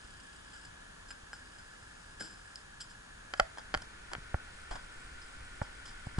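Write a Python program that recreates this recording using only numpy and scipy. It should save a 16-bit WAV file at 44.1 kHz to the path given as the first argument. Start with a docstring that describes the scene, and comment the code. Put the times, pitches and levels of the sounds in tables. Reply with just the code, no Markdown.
"""A bicycle coasts through a concrete skatepark: freewheel ticking, tyres landing, chain and frame rattling.
It is heard from a hand-held camera in a hard case, whose resonances colour it at the microphone ports.
Right at the microphones, knocks ring the case briefly; soft wind buffets, then bumps, give low thumps.
Behind it all, outdoor hush with light wind blends from the bicycle's first pass into its second."""
import sys
import numpy as np
from scipy import signal
from scipy.fft import rfft, irfft
from scipy.io import wavfile

SR = 44100
rng = np.random.default_rng(int(sys.argv[2]) if len(sys.argv) > 2 else 0)


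def persist_wave(psi):
    """Save psi, clipped to +-1, as 16-bit WAV."""
    counts = np.round(np.clip(psi, -1, 1) * 32767).astype(np.int16)
    wavfile.write(sys.argv[1], SR, np.atleast_2d(counts).T)


N = 272979
TIME, BINS = np.arange(N) / SR, np.fft.rfftfreq(N, 1 / SR)
SECOND_PASS = TIME > 3.5
CASE_RISE_S = .0004  # the ringing takes a moment to cross the case

# coasting, pedals still: (start [s], end [s], starting rate [ticks/s], slowing [ticks/s^2], level [dB])
COASTS = [(.008, .42, 31.7, 2, -54), (0.444, .66, 54, 1, -57), (1.298, 2.6, 64, -1, -63.5),
          (4.52, 6.19, 54, 7, -58.5)]
def freewheel(ring_s=0.0083, rise_s=0.0018, uneven_db=2.7, second_pass_db=-8):
    """The pawls drop over one ratchet tooth after another; each drop shakes the hub briefly."""
    drops = np.zeros(N)
    for start, end, rate, slowing, db in COASTS:
        t = np.arange(0, end - start, 1 / SR)
        teeth = np.floor(rate * t - slowing * t ** 2 / 2)
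        add(drops, start, amp(db) * np.diff(teeth, prepend=-1))
    drops *= amp(uneven_db * rng.standard_normal(N))
    t = np.arange(2048) / SR
    tick = np.exp(-t / ring_s) * (1 - np.exp(-t / rise_s))
    shake = signal.oaconvolve(drops, tick)[:N] * spread(side_db=-8)
    low = resonate(shake, [(2850, 280, -2), (4990, 370, 3.5)])
    high = resonate(shake, [(7560, 580, -2.5), (7880, 310, -2.5), (8750, 210, 0.5)], lead=0.59)
    # on the second pass the wheel's other side faces the microphones and the low ring is weaker
    return low * amp(second_pass_db * SECOND_PASS - 1) + high * amp(-3)


# the bicycle's rattles and, at 3.37 s, a faint scrape just before the loudest knock:
# (time [s], bright level [dB], dull level [dB], decay [s])
RATTLES = [(0.528, -57, -50.5, 0.038), (.647, -54, -51, .014), (1.082, -51.5, -58, 0.014),
           (1.105, -47.5, -44.5, 0.0085), (1.332, -50, -61, .018), (1.579, -56, -53, 0.016),
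           (2.195, -42.5, -45.5, 0.057), (2.802, -36, -46, .011), (2.895, -49, -69, 0.011),
           (3.37, -52, -47, 0.025), (3.575, -51.5, -43.5, 0.015), (3.816, -47.5, -45, 0.0046),
           (4.112, -59, -43.5, 0.022), (4.707, -48.5, -38, 0.021), (4.751, -54, -43, 0.011),
           (5.621, -56.5, -52, 0.03), (5.852, -49, -54, 0.035), (6.183, -39.5, -34, .015)]
# wheels meeting the ledge, or chain slaps: (time [s], bright level [dB], dull level [dB])
CLANKS = [(1.1054, -28, -24), (1.3311, -27, -16), (2.2084, -20.5, -19), (2.557, -22, -39),
          (3.574, -36, -21)]
# bright metallic rattle, coloured by the case's resonances, close by on the second pass:
# (frequency [Hz], width [Hz], weight [dB])
BRIGHT_FIRST = [(3140, 690, -5.5), (5044, 230, 5), (7440, 230, 0.5), (8680, 330, -7.5), (9840, 980, -8.5)]
BRIGHT_SECOND = [(3260, 280, -6), (5080, 670, -1), (7650, 2200, 1.5), (9000, 1500, -8)]
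# dull knock of tyres and frame, heard through the case: (frequency [Hz], width [Hz], weight [dB])
DULL_FIRST = [(220, 99, -13), (834, 150, -9), (1450, 37, 0.5), (1600, 55, 2.5), (2430, 200, -16),
              (3090, 86, -11.5)]
DULL_SECOND = [(307, 460, -3), (773, 500, 0.5), (1540, 110, -2.5), (3380, 230, -15)]
def rattles(rise_s=0.0048, contact_s=.0015, clump_s=.007, dull_cutoff_hz=3500):
    """Sharp blows and dying showers of small, clumped contacts sound through the case's resonances."""
    rattle, scuff = np.zeros((2, N))
    t = np.arange(SR // 2) / SR
    for s, bright_db, dull_db, decay in RATTLES:
        shape = np.minimum(t / rise_s, 1) * np.exp(-np.maximum(t - rise_s, 0) / decay)
        add(rattle, s, amp(bright_db) * shape)
        add(scuff, s, amp(dull_db) * shape)
    grain = flutter(depth_db=3, step_s=contact_s) * flutter(depth_db=2, step_s=clump_s)
    rattle = rattle * grain * spread(side_db=-21)
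    scuff = scuff * grain * spread(side_db=1)
    for s, bright_db, dull_db in CLANKS:
        add(rattle, s, amp([bright_db]))
        add(scuff, s, amp([dull_db]))
    bright = resonate(rattle * ~SECOND_PASS, BRIGHT_FIRST)
    bright += resonate(rattle * SECOND_PASS, BRIGHT_SECOND)
    dull = resonate(scuff * ~SECOND_PASS, DULL_FIRST, lead=0.17)
    dull += resonate(scuff * SECOND_PASS, DULL_SECOND, lead=0.43)
    soft_contact = signal.butter(2, dull_cutoff_hz, fs=SR, output="sos")
    return bright + signal.sosfilt(soft_contact, dull)


def landing(s=2.204, level_db=-46.5, decay_s=.045):
    """The tyres boom briefly as the bicycle drops off the ledge."""
    return amp(level_db) * resonate(burst(s, decay_s, side_db=-10), [(215, 45, 0), (300, 55, -3)])


# pings heard through the case: (time [s], frequency [Hz], level [dB], decay [s])
PINGS = [(1.105, 2430, -47, .007), (2.557, 5070, -39, .004), (5.216, 5050, -51, .012)]
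def pings(width_hz=170):
    """Brief bright pings, each ringing at a resonance of the case."""
    return sum(amp(db) * resonate(burst(s, decay, side_db=-9), [(hz, width_hz, 0)])
               for s, hz, db, decay in PINGS)


# tyres on concrete, loudest close to the microphones: (time [s], level [dB])
ROLLING = [(0, -65), (.6, -65), (.8, -68.5), (2.1, -75), (4.2, -69), (4.7, -67), (6.19, -64)]
# hum of the tread: (frequency [Hz], width [Hz], weight [dB])
TREAD = [(257, 34, 3.5), (334, 98, -6), (3140, 520, 0)]
def rolling():
    """The tread hums on the concrete, louder as the bicycle comes near."""
    return amp(np.interp(TIME, *np.transpose(ROLLING))) * resonate(spread(side_db=5.0), TREAD)


# knocks right at the microphones: (time [s], level [dB], brightness [Hz], low-mode weight [dB],
# delay of a second contact or 0 for none [s], its brightness [Hz])
KNOCKS = [(3.3373, -26.5, 6060, -3.5, 0, 0.00051), (3.3969, -15.5, 1750, 1, 0.0015, 6800),
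          (3.7410, -22, 5700, 2, 0.0064, 5500), (3.7745, -36.5, 10000, -4, 0, 0),
          (4.1337, -28, 8500, -4, 0.017, 3300), (4.3431, -18.5, 1240, -1.5, 0, 0),
          (5.6156, -19.5, 1170, -5.5, .0034, 953), (6.0688, -28.5, 840, -4.5, 0, 0),
          (6.1835, -32, 1710, -15, 0, 0)]
# the hand closing on the case: (time [s], damping [dB/s])
GRIP = [(3.45, 0), (3.74, 400), (4.1, 1350)]
# the knocks at the left and right microphone: (gain [dB])
KNOCK_BALANCE = [
    [-.7],
    [.7],
]
def knocks():
    """Knocks on the case, some touching twice, ring less as the grip tightens."""
    out = np.zeros((2, N))
    for s, db, bright_hz, low_db, again_s, again_hz in KNOCKS:
        damping = np.interp(s, *np.transpose(GRIP))
        add(out, s, amp(db) * case_ring(bright_hz, low_db, damping))
        if again_s > 0:
            add(out, s + again_s, amp(db) * case_ring(again_hz, low_db, damping))
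    return out * amp(KNOCK_BALANCE)


# modes of the case: (frequency [Hz], level [dB], ungripped t60 [s], lead of the right port [rad])
CASE_MODES = [(440, -17, 0.028, 0.67), (601, -7.5, 0.04, 1.9), (655, -22.5, 0.17, 1.7),
              (762, -3, 0.027, 0.93), (849, -12.5, 0.051, 1.6), (1145, -8, 0.035, 0.87),
              (1385, 4, 0.015, 0.83), (1529, -10, 0.032, 0.99), (1677, -8, 0.044, 1.6),
              (1990, 0, 0.018, 2.8), (2600, -12, 0.027, 2.3), (3120, -1, 0.011, 1.73),
              (4660, -4, 0.012, 0.61), (4850, -14, .014, .8), (5000, -22, 0.034, 0.95),
              (5610, -8.5, 0.012, 1.5), (7200, 0.5, 0.005, 1), (9040, -3, 0.0069, 1.1),
              (10450, -1.5, 0.0052, 0.92)]
def case_ring(bright_hz, low_db, damping, low_hz=950):
    """One contact rings the case; a softer one reaches fewer of the high modes."""
    t, ports = np.arange(SR // 4) / SR, np.array([[-.5], [.5]])
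    ring = np.zeros((2, len(t)))
    for hz, mode_db, t60, lead in CASE_MODES:
        strength = amp(mode_db + low_db / (1 + (hz / low_hz) ** 4))
        strength /= np.sqrt(1 + (hz / bright_hz) ** 8.9)
        ring += strength * amp(-60 * t / t60) * np.cos(2 * np.pi * hz * t + lead * ports)
    build = 1 - np.exp(-(t / CASE_RISE_S) ** 2)
    return ring * build * amp(-damping * t)


# low thumps at the microphones: three soft wind buffets, then bumps on the camera:
# (time [s], level [dB], starting frequency [Hz])
THUMPS = [(.047, -41, 70), (1.234, -42, 90), (1.829, -46, 90), (3.413, -30.5, 53), (3.75, -34.5, 172),
          (3.764, -31.5, 62.4), (4.164, -37, 130), (4.183, -33.5, 151), (4.3437, -18, 96),
          (4.711, -31.5, 41.7), (4.75, -37, 109), (5.6160, -20, 118), (6.0693, -24.5, 131),
          (6.1833, -15, 137)]
def thumps(sag=0.33, sag_s=0.0066, port_lag_s=0.00026, swing_hz=101, swing_t60_s=.037):
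    """A wind buffet or a bump pushes the air at the microphone ports; the swing slows as it dies."""
    out, t = np.zeros((2, N)), np.arange(SR // 2) / SR
    for s, db, hz in THUMPS:
        t60 = swing_t60_s * (swing_hz / hz) ** 1.6  # lower thumps last longer
        turns = hz * t * (1 - sag * t / (t + sag_s))
        push = -amp(db - 60 * t / t60) * np.sin(2 * np.pi * turns)
        add(out[0], s, push)
        add(out[1], s + port_lag_s, push)
    return out


# bands the case holds back from the microphones: (frequency [Hz], width [Hz], gain [dB])
CASE_DIPS = [(2690, 110, -9), (3650, 170, -2.5), (6170, 200, -9)]
def through_case(x, bass_cut_hz=170):
    """The case's walls cut valleys between its resonances and pass little bass."""
    dips_db = sum(db * np.exp(-2 * ((BINS - hz) / width) ** 2) for hz, width, db in CASE_DIPS)
    bass_cut = signal.butter(2, bass_cut_hz, "high", fs=SR, output="sos")
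    return signal.sosfilt(bass_cut, irfft(rfft(x) * amp(dips_db), N))


def park_echoes(x, t60=0.28, echoes_per_s=2000, first_echo_s=.006):
    """Scattered echoes come back from the concrete and the ramps."""
    t = np.arange(SR // 2) / SR
    taps = rng.standard_normal((2, len(t))) * (rng.random((2, len(t))) < echoes_per_s / SR)
    taps *= amp(-60 * t / t60) * (t > first_echo_s)
    return signal.oaconvolve(x, taps / np.linalg.norm(taps[0]), axes=1)[:, :N]


# open air over the park on each pass, mid and side: (frequency [Hz], relative level [dB])
MID_FIRST = [(12, -32), (20, 2), (48, 0), (127, -9), (165, -8.5), (365, -17.5), (528, -19.5), (670, -20),
             (920, -15.5), (1520, -16), (1690, -31.5), (2200, -22.5), (5540, -25.5), (6660, -24.5),
             (11000, -28.5), (14300, -99), (22000, -120)]
MID_SECOND = [(12, 0.5), (20, 1), (67, -5), (137, -16.5), (337, -21.5), (652, -26), (1260, -21),
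              (1480, -13), (1690, -21.5), (2320, -21), (2940, -32), (4850, -29.5), (7210, -34), (8450, -33),
              (11000, -36), (14300, -91), (22000, -120)]
SIDE_FIRST = [(24, -45), (40, -8), (295, 0), (483, 4), (1050, 4.5), (1640, -23), (1930, -2), (2880, -1),
              (8100, -11.5), (11000, -17), (14300, -54), (22000, -120)]
SIDE_SECOND = [(24, -44), (40, -18), (124, -16), (400, -6.5), (1270, -7), (1460, -29), (1720, -14.5),
               (2750, -8.5), (7920, -23), (11000, -27), (14300, -57), (22000, -120)]
def outdoor_hush(blend_start_s=3.14, blend_end_s=4.4):
    """The hush of the first pass gives way to that of the second."""
    first = air(MID_FIRST, SIDE_FIRST, mid_db=-57, side_db=-60)
    first += amp(-71) * hollow([(1472, 410, -0.47), (1657, 174, -1.5)])
    second = air(MID_SECOND, SIDE_SECOND, mid_db=-51, side_db=-58)
    second += amp(-70) * hollow([(1494, 176, -2), (1724, 200, -4)])
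    share = np.clip((TIME - blend_start_s) / (blend_end_s - blend_start_s), 0, 1)
    return np.sqrt(1 - share) * first + np.sqrt(share) * second


def air(mid, side, mid_db, side_db):
    """Steady outdoor noise across the two microphones."""
    return stereo(amp(mid_db) * noise(mid), amp(side_db) * noise(side))


def hollow(modes):
    """The air inside the case resonates with a hollow tone."""
    return resonate(resonate(spread(side_db=-25), modes), modes)


def gusts(x, top_hz=170, depth_db=2.0, gust_s=.09):
    """Light wind makes the rumble at the ports come and go."""
    rumble = irfft(rfft(x) / (1 + (BINS / top_hz) ** 4), N)
    return x + rumble * (flutter(depth_db, gust_s) - 1)


# the camera's own tones, beside the microphones: (frequency [Hz], level [dB])
WHINE = [(6713, -80.5), (6773, -78)]
def camera_whine():
    """The camera gives off a faint, thin whine."""
    return sum(amp(db) * np.sqrt(2) * np.sin(2 * np.pi * (hz * TIME + rng.random())) for hz, db in WHINE)


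def resonate(x, modes, lead=0.8):
    """Resonances (frequency [Hz], width [Hz], weight [dB]); the right port leads by `lead` radians."""
    t, ports = np.arange(2048) / SR, np.array([[-.5], [.5]]) * lead
    ring = sum(amp(db) * width * np.exp(-np.pi * width * t) * np.cos(2 * np.pi * hz * t + ports)
               for hz, width, db in modes)
    ring *= 1 - np.exp(-(t / CASE_RISE_S) ** 2)
    # no steady pressure passes the case
    ring = signal.lfilter([1, -1], [1, -np.exp(-2 * np.pi * 100 / SR)], ring)
    return signal.oaconvolve(x, ring / np.linalg.norm(ring[0]), axes=1)[:, :N]


def noise(spectrum):
    """Steady noise shaped by (frequency [Hz], level [dB]) points on a log-frequency axis."""
    hz, db = np.transpose(spectrum)
    gain = amp(np.interp(np.log(BINS + 1), np.log(hz + 1), db))
    return unit_rms(irfft(rfft(rng.standard_normal(N)) * gain, N))


def burst(s, decay_s, side_db):
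    """Stereo noise that starts at time s and dies away."""
    return (TIME > s) * np.exp(-np.maximum(TIME - s, 0) / decay_s) * spread(side_db)


def spread(side_db):
    """White noise, partly shared by the two ports."""
    return unit_rms(stereo(rng.standard_normal(N), amp(side_db) * rng.standard_normal(N)))


def flutter(depth_db, step_s):
    """A gain that wanders at random, with a new value every step."""
    knots = np.arange(0, N / SR, step_s)
    return unit_rms(amp(depth_db * np.interp(TIME, knots, rng.standard_normal(len(knots)))))


def stereo(mid, side):
    """Mid and side to left and right."""
    return np.array([mid + side, mid - side])


def add(mix, s, sound):
    """Mixes a sound in at time s."""
    part = mix[..., max(round(s * SR), 0):][..., :sound.shape[-1]]
    part += sound[..., :part.shape[-1]]


def amp(db):
    """Decibels to gain."""
    return 10 ** (np.asarray(db) / 20)


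def unit_rms(x):
    """Scales to an rms of one."""
    return x / np.sqrt(np.mean(x ** 2) + 1e-20)


def scene():
    """The bicycle out on the concrete, the case in the hand and the hush around them."""
    bicycle = through_case(freewheel() + rattles() + landing() + pings()) + rolling()
    case = through_case(knocks())
    background = gusts(outdoor_hush() + camera_whine())
    outdoors = bicycle + amp(-11.5) * park_echoes(bicycle) + background
    outdoors *= amp([[.3], [-.3]])  # slightly louder at the left microphone
    return outdoors + case + amp(-20.5) * park_echoes(case) + thumps()


def record(dry, edge_hz=11150):
    """The camera's band limit cuts off the top treble."""
    lowpass = signal.firwin(801, edge_hz, window=("kaiser", 7), fs=SR)
    return signal.oaconvolve(dry, lowpass[None], "same")


dry = scene()
out = record(dry)
persist_wave(out)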